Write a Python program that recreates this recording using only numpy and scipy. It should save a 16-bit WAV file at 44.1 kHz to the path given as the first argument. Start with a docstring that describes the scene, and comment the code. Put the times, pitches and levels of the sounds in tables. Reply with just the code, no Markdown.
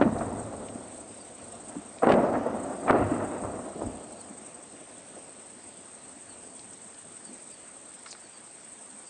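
"""Distant heavy guns boom over open country at dusk: each blast arrives as a bunch of fronts by different
paths, then rolls on in echoes from hills and woods. Fronts are pressure pulses; bunches, roll and deep
boom are random reflections, filtered and shaped. Bush crickets rasp in the grass as gated noise, a small
bird calls now and then in bent sine whistles, and a hand-held camera body ticks as resonant noise.
Steady noise gives the hush of the fields."""
import sys
import numpy as np
from scipy import signal
from scipy.fft import rfft, irfft
from scipy.io import wavfile
from scipy.ndimage import uniform_filter1d

SR = 44100
rng = np.random.default_rng(int(sys.argv[2]) if len(sys.argv) > 2 else 0)


def file_out(sig):
    """Save sig as 16-bit WAV at sys.argv[1]."""
    # one column per channel
    cols = np.atleast_2d(sig).T
    # limit, then scale
    lim = np.clip(cols, -1, 1)
    pcm = np.round(lim * 32767).astype(np.int16)
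    wavfile.write(sys.argv[1], SR, pcm)


N = 400869  # length of the scene, samples

# single fronts that stand out of the bunches: onset t/s, peak level/dB, treble corner f/Hz
FRONTS = [(0.0134, -9.5, 1300), (0.0156, -11.5, 1350), (0.0241, -9.5, 1300), (0.0611, -18, 594),
          (2.0329, -12.5, 1080), (2.0715, -7, 1300), (2.1086, -15, 2600), (2.122, -12.5, 4500),
          (2.1406, -14.5, 2600), (2.9091, -12, 3600), (2.9297, -17, 1100)]
PHASE_MS = 1.5  # positive phase of a front
# bunches of arrivals: peak t/s, level/dB, fall to a tenth t/ms, centre f/Hz
BUNCHES = [(.018, -15.5, 29, 280), (.02, -25.5, 29.4, 1350), (.058, -16, 26, 232), (.096, -27, 22, 235),
           (0.129, -26, 22, 235), (.216, -32.5, 52, 920), (.53, -42, 35, 550), (.757, -33.5, 30, 237),
           (1.756, -40, 26, 650), (1.768, -31.5, 42, 238), (2.026, -23.5, 18, 600), (2.035, -14, 16, 600),
           (2.046, -29.5, 21, 1300), (2.071, -17, 26, 546), (2.086, -18.5, 22.4, 650),
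           (2.103, -16, 36, 520), (2.095, -29, 40, 1700), (2.121, -24, 24, 1710), (2.138, -15, 12, 450),
           (2.173, -23, 26, 400), (2.241, -23, 37, 447), (2.293, -25.5, 50, 500), (2.35, -28, 65, 900),
           (2.467, -24, 38, 440), (2.864, -27, 15, 330), (2.884, -24.5, 30, 1300), (2.9, -15.5, 22.8, 1130),
           (2.907, -12.5, 7.5, 380), (2.931, -20, 8.5, 700), (2.95, -21.5, 80, 450), (3.01, -25, 48, 394),
           (3.122, -22.5, 35, 250), (3.205, -35, 34, 1020), (3.35, -41, 33, 450), (3.445, -32.5, 58, 570),
           (3.593, -33.5, 13, 647), (3.765, -34, 31, 300), (3.82, -30, 55, 457), (3.865, -38.5, 90, 57.7),
           (3.87, -34.5, 80, 260), (4.01, -42, 30, 350), (4.306, -41.5, 42, 224), (5.172, -44, 52, 397),
           (6.175, -48, 55, 270), (6.469, -50, 40, 310), (6.859, -49.5, 40, 240), (7.295, -45.5, 85, 243),
           (8.942, -51, 62, 230)]
# width of the range a reflector favours, low bunches being narrow thuds: centre f/Hz, width/octave
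BREADTH = [(58, 0.61), (230, 0.29), (300, 0.83), (450, 1.16), (650, 1.02), (1130, 0.87), (1700, 1.5)]
RISE_SHARE = 0.33  # rise time of a bunch over its fall time
# colour of a blast after the ground, the air and the microphone: f/Hz, relative level/(dB per Hz)
BLAST_SPECTRUM = [(82, -43), (140, -14.5), (226, 3), (291, 1), (417, -3.5), (694, 1), (759, -4.5),
                  (922, -9), (1360, -13), (1650, -21.5), (1920, -20.5), (2260, -29.5), (2630, -29),
                  (3390, -43.5), (5000, -54), (6500, -84), (11000, -120)]
# blasts: t/s, swell/s, roll level/dB, fade/(dB/s), extra air loss/(dB/kHz),
# deep boom level/dB, swell of the boom/s, fade of the boom/(dB/s)
BLASTS = [(-.02, 0.018, -29.5, 18, 1.5, -36.5, 0.033, 24), (1.15, 0.34, -48, 4, -2, -58.5, .4, 10.5),
          (2.018, .04, -25, 16, 0.5, -42.5, .1, 24), (2.05, 0.068, -19.5, 106, 2, -43, .09, 41),
          (2.859, 0.027, -25, 23, -1.5, -32.5, 0.11, 52), (3.4, .08, -40.5, 30, 4, -42.5, 0.049, 52),
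          (3.76, 0.072, -40, 35.5, 3.5, -46, 0.051, 58), (5.9, .4, -58.5, 4.5, 13, -66, .45, 12),
          (7.0, 0.16, -59, 11.5, 2, -73, .2, 11)]
# unevenness of the terrain, as a spectrum of level wander: f/Hz, relative level/dB
TERRAIN_SPECTRUM = [(2, -17.5), (6, 18.5), (30, 1.5), (60, -81.5)]
ECHOES_PER_S = 4000  # mean rate of reflections
# farthest slopes answer weakly (dB re the blast), long and ever duller
FAR_DB, FAR_FADE_DB_PER_S, LOSS_DB_PER_KHZ_S = -28.5, 3.0, 1.3
# deep boom that swells behind each blast: f/Hz, relative level/(dB per Hz)
DEEP_SPECTRUM = [(12, -53.5), (20, -20), (43, -10.5), (91, 0), (107, 5), (129, -6.5), (150, -1), (200, -32),
                 (330, -120)]
BOOM_FAR_DB, BOOM_FAR_FADE_DB_PER_S = -31.5, 3.0  # weak slow fade of the boom, dB re the boom

# rasp of the cricket wings: f/Hz, relative level/(dB per Hz)
WING_SPECTRUM = [(4500, -32.5), (5500, -25.5), (6900, -12.5), (7400, -8.5), (7800, -2.5), (8300, 5),
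                 (8700, 3.5), (9050, -7), (9370, -54), (10000, -48.5)]
# mean level of the rasp, with dips: t/s, level/dB
CHORUS_LEVEL = [(0, -60), (.17, -50), (1.1, -49.5), (2.05, -52), (2.15, -57.5), (2.5, -59.5), (2.6, -49.5),
                (2.86, -48.5), (2.95, -55.5), (3.1, -48), (4.3, -50), (5.5, -49.5), (6.5, -48.5),
                (7.5, -48), (8.2, -50), (9.09, -47.5)]
# singers near enough to throb: wing strokes f/Hz, strokes a phrase (rounded), level re unit noise/dB
SINGERS = [(23.04, 2.3, -4.5), (29.16, 4.3, -5), (61, 7, -17), (86.1, 7.6, -8)]
# wander of a singer's rate and strength: f/Hz, relative level/dB
DRIFT_SPECTRUM = [(.1, 1), (1.5, -9), (4, -46)]
# waver of the whole chorus as singers come and go: f/Hz, relative level/dB
WAVER_SPECTRUM = [(1.5, -19.0), (4, 5.5), (9, 2.0), (15, -57.5)]
# bird notes: t/s, start f/Hz, size of the downward bend f/Hz
NOTES = [(1.178, 4760, 300), (4.172, 4560, 450), (6.28, 4530, 420), (7.243, 4660, 380), (7.504, 4740, 260),
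         (8.218, 4580, 360), (8.325, 4730, 380), (9.038, 4820, 400)]
NOTE_DB, NOTE_S = -57.5, 0.06  # peak of the direct whistle, and its length
# ticks and scrapes of the camera body: t/s, peak level/dB, pitch f/Hz, length/ms
TICKS = [(.184, -43, 4500, 4.5), (.684, -40, 2680, 5.1), (1.984, -40, 3250, 3), (6.592, -39.5, 4600, 3.4),
         (6.731, -41, 6340, 3.8), (6.943, -45, 4300, 3.4), (8.059, -34.5, 1300, 7.2), (8.06, -41, 4200, 3),
         (8.066, -41, 5040, 40), (8.105, -34, 6800, 12), (8.111, -37.5, 4570, 18),
         (8.128, -27.5, 900, 0.76), (8.148, -41, 1200, 4.2), (8.91, -44, 3500, 2.4)]
CASING_Q, SNAP_HZ_MS = 3.0, 5000  # resonance width: pitch over Q, plus this over the length
# hush and hiss, read no higher than 5 kHz: f/Hz, relative level/(dB per Hz)
AIR_SPECTRUM = [(15, -41), (25, -30.5), (146, -6.5), (272, -2.5), (436, -3.5), (633, -3), (874, -5),
                (5230, -16), (7050, -16), (8390, 3), (9500, -18), (12400, -48), (20900, -120)]
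AIR_DB = -52.5  # rms
EDGE_HZ = 9360  # upper band limit


def amp(db):
    """Level law: amplitude gain is ten to the power dB/20."""
    return 10 ** (np.asarray(db) / 20)


def evened(x):
    """Power normalisation: the mean square is scaled to 1."""
    return x / np.sqrt(np.mean(x ** 2) + 1e-20)


def read(points, hz):
    """Logarithmic frequency scale: a table is interpolated over log frequency."""
    f, value = np.transpose(points)
    return np.interp(np.log(hz + 1), np.log(f + 1), value)


def add(mix, s, sound):
    """Superposition: a sound adds to the mix from its arrival time."""
    part = mix[max(round(s * SR), 0):][:len(sound)]
    part += sound[:len(part)]


def coloured(x, points):
    """Linear filtering: each frequency is weighted by a spectrum table."""
    hz = np.fft.rfftfreq(len(x), 1 / SR)
    return irfft(rfft(x) * amp(read(points, hz)), len(x))


def echoes(count):
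    """Random scattering: single reflections arrive by chance, with random sign and size."""
    chance, size, sign = rng.random((count, 3)).T
    present = chance < ECHOES_PER_S / SR
    return present * amp(-1.5 * np.log(size + 0.00077)) * np.sign(sign - .5)


def fading(t, s, swell, db, fade_db, far_db, far_fade_db):
    """Reverberant decay: power swells, fades exponentially, and leaves a weaker, separately fading tail."""
    after = np.maximum(t - s - swell, 0)
    rise = np.clip((t - s) / max(swell, .005), 0, 1) ** 2
    near = amp(db - fade_db * after) ** 2
    far = amp(db + far_db - far_fade_db * after) ** 2
    return rise * (near + far) + 1e-14


def fronts():
    """Blast wave: pressure jumps, then falls through zero; air rounds it, the microphone drops the deep part."""
    out, ms = np.zeros(N), np.arange(2048) / SR * 1000
    pulse = (1 - ms / PHASE_MS) * np.exp(-ms / PHASE_MS)
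    for s, db, corner_hz in FRONTS:
        band = signal.butter(2, [300, corner_hz], "bandpass", fs=SR, output="sos")
        wave = signal.sosfilt(band, pulse)
        add(out, s, amp(db) * wave / abs(wave).max())
    return out


def bunches():
    """Multipath arrival: each strong path brings close reflections, its reflector favouring one range."""
    out, ms, hz = np.zeros(N), np.arange(8192) / SR * 1000, np.fft.rfftfreq(8192, 1 / SR)
    for s, db, fall, centre_hz in BUNCHES:
        rise, octaves = RISE_SHARE * fall, read(BREADTH, centre_hz)
        favour_db = -6 * (np.log2((hz + 1) / centre_hz) / max(octaves, .2)) ** 2
        # the blast colour counts at half its dB
        gain = amp(0.5 * read(BLAST_SPECTRUM, hz) + favour_db)
        burst = irfft(rfft(echoes(8192)) * gain)
        onset = np.sin(np.pi / 2 * np.clip(ms / rise, 0, 1)) ** 2
        shape = onset * amp(-20 * np.maximum(ms - rise, 0) / fall)
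        # levelled where the burst is strong
        power = np.sum((burst * shape) ** 2) / np.sum(shape ** 2)
        add(out, s - rise / 1000, amp(db) * burst * shape / np.sqrt(power))
    return out


def roll():
    """Air absorption: reflections from far slopes grow duller as the paths lengthen."""
    time = np.arange(N) / SR
    power = np.array([fading(time, s, swell, db, fade, FAR_DB, FAR_FADE_DB_PER_S)
                      for s, swell, db, fade, *_ in BLASTS])
    loss = np.array([row[4] + LOSS_DB_PER_KHZ_S * np.maximum(time - row[0], 0) for row in BLASTS])
    # weighted by power, so the strongest echo counts most in the colour
    loss_db_per_khz = (power * loss).sum(0) / power.sum(0)
    hz, t, z = signal.stft(echoes(N), SR, nperseg=2048, noverlap=1536)
    # the loss stops growing above 3.5 kHz
    loss_db = np.interp(t, time, loss_db_per_khz) * np.minimum(hz, 3500)[:, None] / 1000
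    gain = amp(read(BLAST_SPECTRUM, hz)[:, None] - loss_db)
    gain /= np.sqrt((gain ** 2).sum(0))  # colour only: the total gain stays even
    sound = evened(signal.istft(z * gain, SR, nperseg=2048, noverlap=1536)[1][:N])
    lumps = evened(coloured(rng.standard_normal(N), TERRAIN_SPECTRUM))
    return sound * np.sqrt(power.sum(0)) * amp(1.4 * lumps)


def boom():
    """Diffraction: the longest waves bend round obstacles and arrive as a slow swell."""
    time = np.arange(N) / SR
    power = sum(fading(time, s, swell, db, fade, BOOM_FAR_DB, BOOM_FAR_FADE_DB_PER_S)
                for s, *_, db, swell, fade in BLASTS)
    return evened(coloured(echoes(N), DEEP_SPECTRUM)) * np.sqrt(power)


def crickets():
    """Stridulation: wing strokes gate a rasp, one stroke a phrase being weak, over a far chorus."""
    t = np.arange(N) / SR
    rasp = amp(-2.0) * rng.standard_normal(N)  # far chorus
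    for rate, count, db in SINGERS:
        drift = evened(coloured(rng.standard_normal(N), DRIFT_SPECTRUM))
        turns = rng.random() * count + np.cumsum(rate * (1 + 0.019 * drift)) / SR
        accent = np.where(turns % round(count) < 1, .35, 1)
        stroke = np.sin(np.pi * turns) ** 4 * accent
        rasp += amp(db) * evened(stroke * amp(3.0 * drift)) * rng.standard_normal(N)
    waver = evened(coloured(rng.standard_normal(N), WAVER_SPECTRUM))
    level_db = np.interp(t, *np.transpose(CHORUS_LEVEL)) + 0.93 * waver
    return evened(coloured(rasp, WING_SPECTRUM)) * amp(level_db)


def bird():
    """Frequency modulation: short whistles arch and bend down, roughened by echoes from leaves."""
    out = np.zeros(N)
    u = np.arange(round(NOTE_S * SR)) / (NOTE_S * SR)  # 0 to 1 through a note
    for s, start_hz, bend_hz in NOTES:
        turns = np.cumsum(start_hz + bend_hz * (.3 * u - 1.6 * u ** 2.2)) / SR
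        add(out, s, amp(NOTE_DB) * np.sin(np.pi * u) ** 0.45 * np.sin(2 * np.pi * turns))
    ms = np.arange(2600) / SR * 1000
    leaves = rng.standard_normal(2600) * amp(-60 * ms / 140)  # 60 dB down in 140 ms
    scattered = signal.oaconvolve(out, leaves / np.linalg.norm(leaves))[:N]
    return out + amp(-6.0) * scattered


def ticks():
    """Damped resonance: brief scrapes of noise excite a broad resonance of the casing."""
    out, ms = np.zeros(N), np.arange(4096) / SR * 1000
    for s, db, hz, length in TICKS:
        width_hz = hz / CASING_Q + SNAP_HZ_MS / length
        b, a = signal.iirpeak(hz, hz / width_hz, SR)
        scrape = rng.standard_normal(4096) * (ms / length) * np.exp(-2 * ms / length)
        tick = signal.lfilter(b, a, signal.lfilter(b, a, scrape))
        add(out, s, amp(db) * tick / abs(tick).max())
    return out


def air():
    """Stationary noise: hush of the fields and hiss of the microphone, slightly patchy."""
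    frames, hz = N // 256 + 5, np.fft.rfftfreq(1024, 1 / SR)
    a, b, patches = rng.standard_normal((frames, 513, 3)).T
    # smoothed over frequency, then over time
    patches = evened(uniform_filter1d(uniform_filter1d(patches, 14, 0), 10, 1))
    level_db = read(AIR_SPECTRUM, np.minimum(hz, 5000))[:, None] + 1.7 * patches
    z = (a + 1j * b) * amp(level_db)
    return amp(AIR_DB) * evened(signal.istft(z, nperseg=1024, noverlap=768)[1][:N])


def scene():
    """Superposition: the pressures of all sources add at one microphone."""
    guns = fronts() + bunches() + roll() + boom()
    return (guns + crickets() + bird() + ticks() + air())[None]


def record(dry):
    """Saturation and band limit: the small microphone rounds off the highest peaks, then the treble ends."""
    ceiling = .55  # full scale is 1
    rounded = dry / (1 + (abs(dry) / ceiling) ** 4) ** .25
    lowpass = signal.firwin(1023, EDGE_HZ, window=("kaiser", 10), fs=SR)
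    return signal.oaconvolve(rounded, lowpass[None], "same")


dry = scene()
out = record(dry)
file_out(out)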